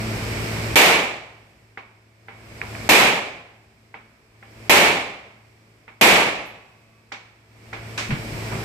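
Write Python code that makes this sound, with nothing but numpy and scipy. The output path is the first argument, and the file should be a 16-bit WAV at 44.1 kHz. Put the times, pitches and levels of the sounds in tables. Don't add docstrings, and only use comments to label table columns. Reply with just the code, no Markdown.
import sys
import numpy as np
from scipy import signal
from scipy.fft import rfft, irfft, next_fast_len
from scipy.io import wavfile
from scipy.ndimage import map_coordinates

SR = 44100
rng = np.random.default_rng(int(sys.argv[2]) if len(sys.argv) > 2 else 0)


def output_pcm(signal):
    pcm = np.clip(np.atleast_2d(signal).T, -1, 1) * 32767
    wavfile.write(sys.argv[1], SR, np.round(pcm).astype(np.int16))


N = 381148

# turn_multiple, level_db
HUM_LINES = [(1, -46.5), (2, -30), (3, -51.5), (4, -40.5), (6, -44), (7, -44), (8, -46), (10, -51),
             (11, -50.5), (12, -46)]
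# freq_hz, density_db
AIR_SPECTRUM = [(25, -8.5), (60, 1.5), (100, 0), (170, -2.5), (380, -5), (750, -8.5), (1300, -14),
                (2500, -18), (3800, -22.5), (5200, -19.5), (6500, -26.5), (8000, -21.5), (11500, -29),
                (15000, -29)]
# freq_hz, likeness
ROOM_LIKENESS = [(60, 0.89), (150, 0.98), (380, 0.71), (950, 0.12), (2380, -0.13), (5980, 0.1),
                 (15000, -0.19)]
# freq_hz, likeness
REVERB_LIKENESS = [(100, 0.94), (280, 0.98), (560, 0.75), (1000, 0.33), (2400, -0.055), (6000, 0.036),
                   (14000, 0.12)]
# freq_hz, t60_s
HALL_DECAY = [(60, 1.3), (200, 0.7), (700, 0.85), (1400, 0.81), (2300, 0.78), (5000, 0.69), (8000, 0.61),
              (13000, 0.44)]
# freq_hz, density_db
THUD_SPECTRUM = [(25, 1.5), (60, -18), (130, 2), (220, -8.5), (400, -21), (1000, -43), (8000, -61)]
# freq_hz, density_db
SCUFF_SPECTRUM = [(100, -9), (800, 1), (2500, -3), (6000, -6.5), (9000, -13), (15000, -32)]
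# start_s, level_db, bright_edge_hz
SOLE_SCUFFS = [(7.976, -16, 14000), (8.104, -21, 3220), (8.515, -23.5, 1400)]
# start_s, knock_db, distance_m, rim_slap_db (relative to the knock)
CASE_LANDINGS = [(1.7724, 2.5, 4.2, -13.5), (2.282, -5.5, 4.3, -24.5), (2.6142, -13, 1.7, -21.5),
                 (2.7496, -24, 1.6, -19.5), (2.812, -35.5, 1.1, -17.5), (3.94, 0, 4.5, -21),
                 (4.4248, -12.5, 4.5, -19.5), (5.877, -4, 5.9, -15), (7.1168, 3.5, 6.3, 4.5),
                 (7.7273, -6, 6.3, -5)]
# freq_hz, density_db
CLACK_SPECTRUM = [(100, -19.5), (200, 5), (400, 1), (850, 7), (1700, 1.5), (3000, -2.5), (15000, -16.5)]
# pitch_hz, relative_level_db, t60_s
CASE_MODES = [(447, 0.5, .12), (789, 5, 0.16), (1180, -7.5, 0.13), (1472, -8, 0.084), (2020, -12.5, 0.11),
              (2235, -11, 0.4), (3140, -22, .12)]
KNOCK_PARTIALS = [(.62, .32), (1, .75), (1.37, .6)]
# pitch_hz, relative_level_db, t60_s
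PLATE_MODES = [(1136, -14, 2.2), (1690, -13, 1.2), (1798, -9, 1.1), (2153, -14, 1.5), (2568, -14.5, 2.0),
               (2859, -25, 1.8), (4070, -18, 1.1)]
# freq_hz, density_db
TREBLE_BURST_SPECTRUM = [(6000, -26), (10000, 5), (13000, 7), (15500, -21)]
# start_s, level_db, treble_tilt_db_per_octave
PISTOL_SHOTS = [(0.7569, 24, 0), (2.8906, 24.5, -0.3), (4.6956, 25, -0.5), (6.012, 26, -0.78)]
# freq_hz, density_db
BLAST_SPECTRUM = [(25, -19.5), (90, -17.5), (180, -4), (350, 3), (750, 4), (1400, -4.5), (2800, -3),
                  (5600, -11.5), (10000, -11), (15000, -14.5)]
# delay_s, spread_s, swell_db
WALL_ECHOES = [(0.166, 0.044, 1.5), (.23, 0.15, 2.5)]
# freq_hz, left_db, right_db
MIC_PORTS = [(19.9, -8.5, -11.5), (40, -3.5, -2.5), (70, -0.5, -.5), (650, -1, -3), (1500, 2, 2),
             (2025, 2.5, 8), (2300, 4.5, 12.5), (2850, 4, 3.5), (3500, 1.5, 3), (8220, -0.5, 0),
             (9350, -4.5, -7), (12300, -1, 2.5), (15700, -7, -7)]

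RUN_START_S, STEP_S, THUD_DB, PUSH_OFF_DB = 8.088, 0.22, -26, 11.5
REFERENCE_M = 2.82
KNOCK_HZ, KNOCK_FALL = 1877, 0.144
CONTACT_S, SMEAR_S_PER_M = 0.00072, .00017
KNOCK_EDGE_HZ, RIM_EDGE_HZ = 2800, 6400
RIM_DELAY_S, RIM_DECAY_S = 0.0044, 0.0059
DUCK_DB, HOLD_S, RELEASE_S, REARM_S = -28.5, 1.387, 0.39, .5
TOP_HZ = 15500


def amp(db):
    return 10 ** (np.asarray(db) / 20)


def unit(x):
    return x / np.sqrt(np.mean(x ** 2) + 1e-20)


def along(points, hz):
    point_hz, value = np.transpose(points)
    return np.interp(np.log(hz + 1), np.log(point_hz + 1), value)


def wobble(rate):
    knots = rng.standard_normal(int(N * rate / SR) + 4)
    return map_coordinates(knots, [np.arange(N) * rate / SR])


def filtered(x, response):
    n = x.shape[-1]
    padded = next_fast_len(n + SR // 10)
    spectrum = rfft(x, padded) * response(np.fft.rfftfreq(padded, 1 / SR))
    return irfft(spectrum, padded)[..., :n]


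def coloured(x, points, size=2048):
    gain = amp(along(points, np.fft.rfftfreq(size, 1 / SR)))
    cepstrum = irfft(np.log(gain))
    cepstrum[1:size // 2] *= 2
    cepstrum[size // 2 + 1:] = 0
    impulse = irfft(np.exp(rfft(cepstrum)))
    return signal.fftconvolve(x, impulse)[:len(x)]


def add(track, start_s, sound):
    start = round(start_s * SR)
    track[:, start:start + sound.shape[-1]] += sound[..., :N - start]


def diffuse(spectrum, n, likeness=ROOM_LIKENESS):
    def mid_side_gain(hz):
        angle = np.arccos(along(likeness, hz)) / 2
        return amp(along(spectrum, hz)) * np.array([np.cos(angle), np.sin(angle)])

    mid, side = filtered(rng.standard_normal((2, n)), mid_side_gain)
    return unit(np.array([mid + side, mid - side]))


def reverberation(spectrum):
    noise = diffuse(spectrum, 2 * SR, REVERB_LIKENESS)
    hz, t, grains = signal.stft(noise, SR, nperseg=256)
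    fade_db = -60 * t / along(HALL_DECAY, hz)[:, None]
    return signal.istft(grains * amp(fade_db), SR, nperseg=256)[1][:, :2 * SR]


def room_answer(t, early_s=0.037, early_db=-11, late_db=-20):
    near_walls = amp(early_db) * diffuse(CLACK_SPECTRUM, len(t)) * np.exp(-t / early_s)
    return near_walls + amp(late_db) * reverberation(CLACK_SPECTRUM)


def ringing(modes, t, ear_turns=0.45):
    out = np.zeros((2, len(t)))
    for hz, db, t60_s in modes:
        phase = rng.random() + ear_turns * rng.random((2, 1))
        out += amp(db - 60 * t / t60_s) * np.sin(2 * np.pi * (hz * t + phase))
    return out


def dulled(x, edge_hz):
    return signal.sosfilt(signal.butter(3, edge_hz, fs=SR, output="sos"), x)


def thinned(x, edge_hz):
    return signal.sosfilt(signal.butter(1, edge_hz, "high", fs=SR, output="sos"), x)


def ventilation(motor_hz=55.2, air_db=-29, drift=.006, waver_db=2):
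    turns = np.cumsum(motor_hz * (1 + drift * wobble(6))) / SR
    hum = np.zeros(N)
    for multiple, db in HUM_LINES:
        level = amp(db + waver_db * wobble(7.8)) * np.sqrt(2)
        hum += level * np.sin(2 * np.pi * (multiple * turns + rng.random()))
    surge_db = .8 * wobble(2.8)
    air = amp(air_db + surge_db) * diffuse(AIR_SPECTRUM, N)
    return hum + air


def steps(heel_s=0.024, grip_s=0.0012, sole_s=0.053):
    out, t = np.zeros((2, N)), np.arange(SR // 2) / SR
    weight = t / heel_s * np.exp(1 - t / heel_s)
    slide = (1 - np.exp(-t / grip_s)) * np.exp(-t / sole_s)
    for k, start_s in enumerate(np.arange(RUN_START_S, N / SR, STEP_S)):
        level_db = THUD_DB + PUSH_OFF_DB * (k == 0)
        add(out, start_s, amp(level_db) * weight * diffuse(THUD_SPECTRUM, len(t)))
    for start_s, level_db, edge_hz in SOLE_SCUFFS:
        scrape = dulled(diffuse(SCUFF_SPECTRUM, len(t)), edge_hz)
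        add(out, start_s, amp(level_db) * slide * scrape)
    return out


def cases(ring_db=-16, grit=0.57, slap_db=-4):
    out, t = np.zeros((2, N)), np.arange(2 * SR) / SR
    for start_s, knock_db, distance_m, rim_db in CASE_LANDINGS:
        direct = REFERENCE_M / distance_m
        knock_hz = KNOCK_HZ / distance_m ** KNOCK_FALL
        knock = np.zeros(len(t))
        for ratio, size in KNOCK_PARTIALS:
            knock += size * np.sin(2 * np.pi * (ratio * knock_hz * t + rng.random()))
        touch = np.exp(-(t / (CONTACT_S + SMEAR_S_PER_M * distance_m) - 2) ** 2)
        contact = direct * touch * (knock + grit * diffuse(CLACK_SPECTRUM, len(t)))
        onset = np.cumsum(touch) / touch.sum()
        answer = (amp(ring_db) * ringing(CASE_MODES, t) + room_answer(t)) * onset
        add(out, start_s, amp(knock_db) * dulled(contact + answer, KNOCK_EDGE_HZ))
        slap = direct * amp(slap_db) * np.exp(-t / RIM_DECAY_S) * diffuse(CLACK_SPECTRUM, len(t))
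        rim = dulled(thinned(slap + room_answer(t), KNOCK_EDGE_HZ), RIM_EDGE_HZ)
        add(out, start_s + RIM_DELAY_S, amp(knock_db + rim_db) * rim)
    return out


def target(plate_db=-5, waver_db=-1.5, burst_db=-30):
    out, t = np.zeros((2, N)), np.arange(2 * SR) / SR
    flight_s, burst_delay_s, settle_s = .03, .44, .03
    last_shot_s = PISTOL_SHOTS[-1][0]
    level_db = plate_db + waver_db * wobble(13.9)[:len(t)]
    add(out, last_shot_s + flight_s, amp(level_db) * ringing(PLATE_MODES, t))
    swell = np.sqrt(t / settle_s) * np.exp(1 - t / settle_s)
    burst = diffuse(TREBLE_BURST_SPECTRUM, len(t))
    add(out, last_shot_s + burst_delay_s, amp(burst_db) * burst * swell)
    return out


def pistol(muzzle_db=5, flutter_db=0.4, same_path=0.44):
    out, t = np.zeros((2, N)), np.arange(2 * SR) / SR
    pulse_s = .0004
    muzzle = amp(muzzle_db) * (1 - t / pulse_s) * np.exp(-t / pulse_s)
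    echoes_db = sum(db * np.exp(-((t - delay_s) / spread_s) ** 2) for delay_s, spread_s, db in WALL_ECHOES)
    standing = reverberation(BLAST_SPECTRUM)
    for start_s, level_db, tilt_db in PISTOL_SHOTS:
        fresh = reverberation(BLAST_SPECTRUM)
        roar = np.sqrt(same_path) * standing + np.sqrt(1 - same_path) * fresh
        roar = filtered(roar, lambda hz: amp(tilt_db * np.log2(1 + hz / 1000)))
        clumps_db = flutter_db * wobble(70)[:len(t)]
        add(out, start_s, amp(level_db) * (muzzle + roar * amp(echoes_db + clumps_db)))
    return out


def scene():
    return ventilation() + steps() + cases() + target() + pistol()


def gain_control(x, threshold_db=17, ahead_s=0.0065):
    t = np.arange(N) / SR
    overloads = t[np.abs(x).max(axis=0) > amp(threshold_db)]
    calm_s = np.diff(overloads, prepend=-np.inf)
    trips = np.append(-np.inf, overloads[calm_s > REARM_S] - ahead_s)
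    since_s = t - trips[np.searchsorted(trips, t) - 1]
    releasing_s = np.maximum(since_s - HOLD_S, 0)
    return x * amp(DUCK_DB / (1 + (releasing_s / RELEASE_S) ** 2))


def saturated(x, top_db, knee):
    return x / (1 + np.abs(x / amp(top_db)) ** knee) ** (1 / knee)


def record(dry):
    x = gain_control(saturated(dry, top_db=19.5, knee=3.9))
    left = coloured(x[0], [(hz, left_db) for hz, left_db, right_db in MIC_PORTS])
    right = coloured(x[1], [(hz, right_db) for hz, left_db, right_db in MIC_PORTS])
    x = saturated(np.array([left, right]), top_db=-.3, knee=6)
    return filtered(x, lambda hz: 1 / (1 + (hz / TOP_HZ) ** 90))


dry = scene()
out = record(dry)
output_pcm(out)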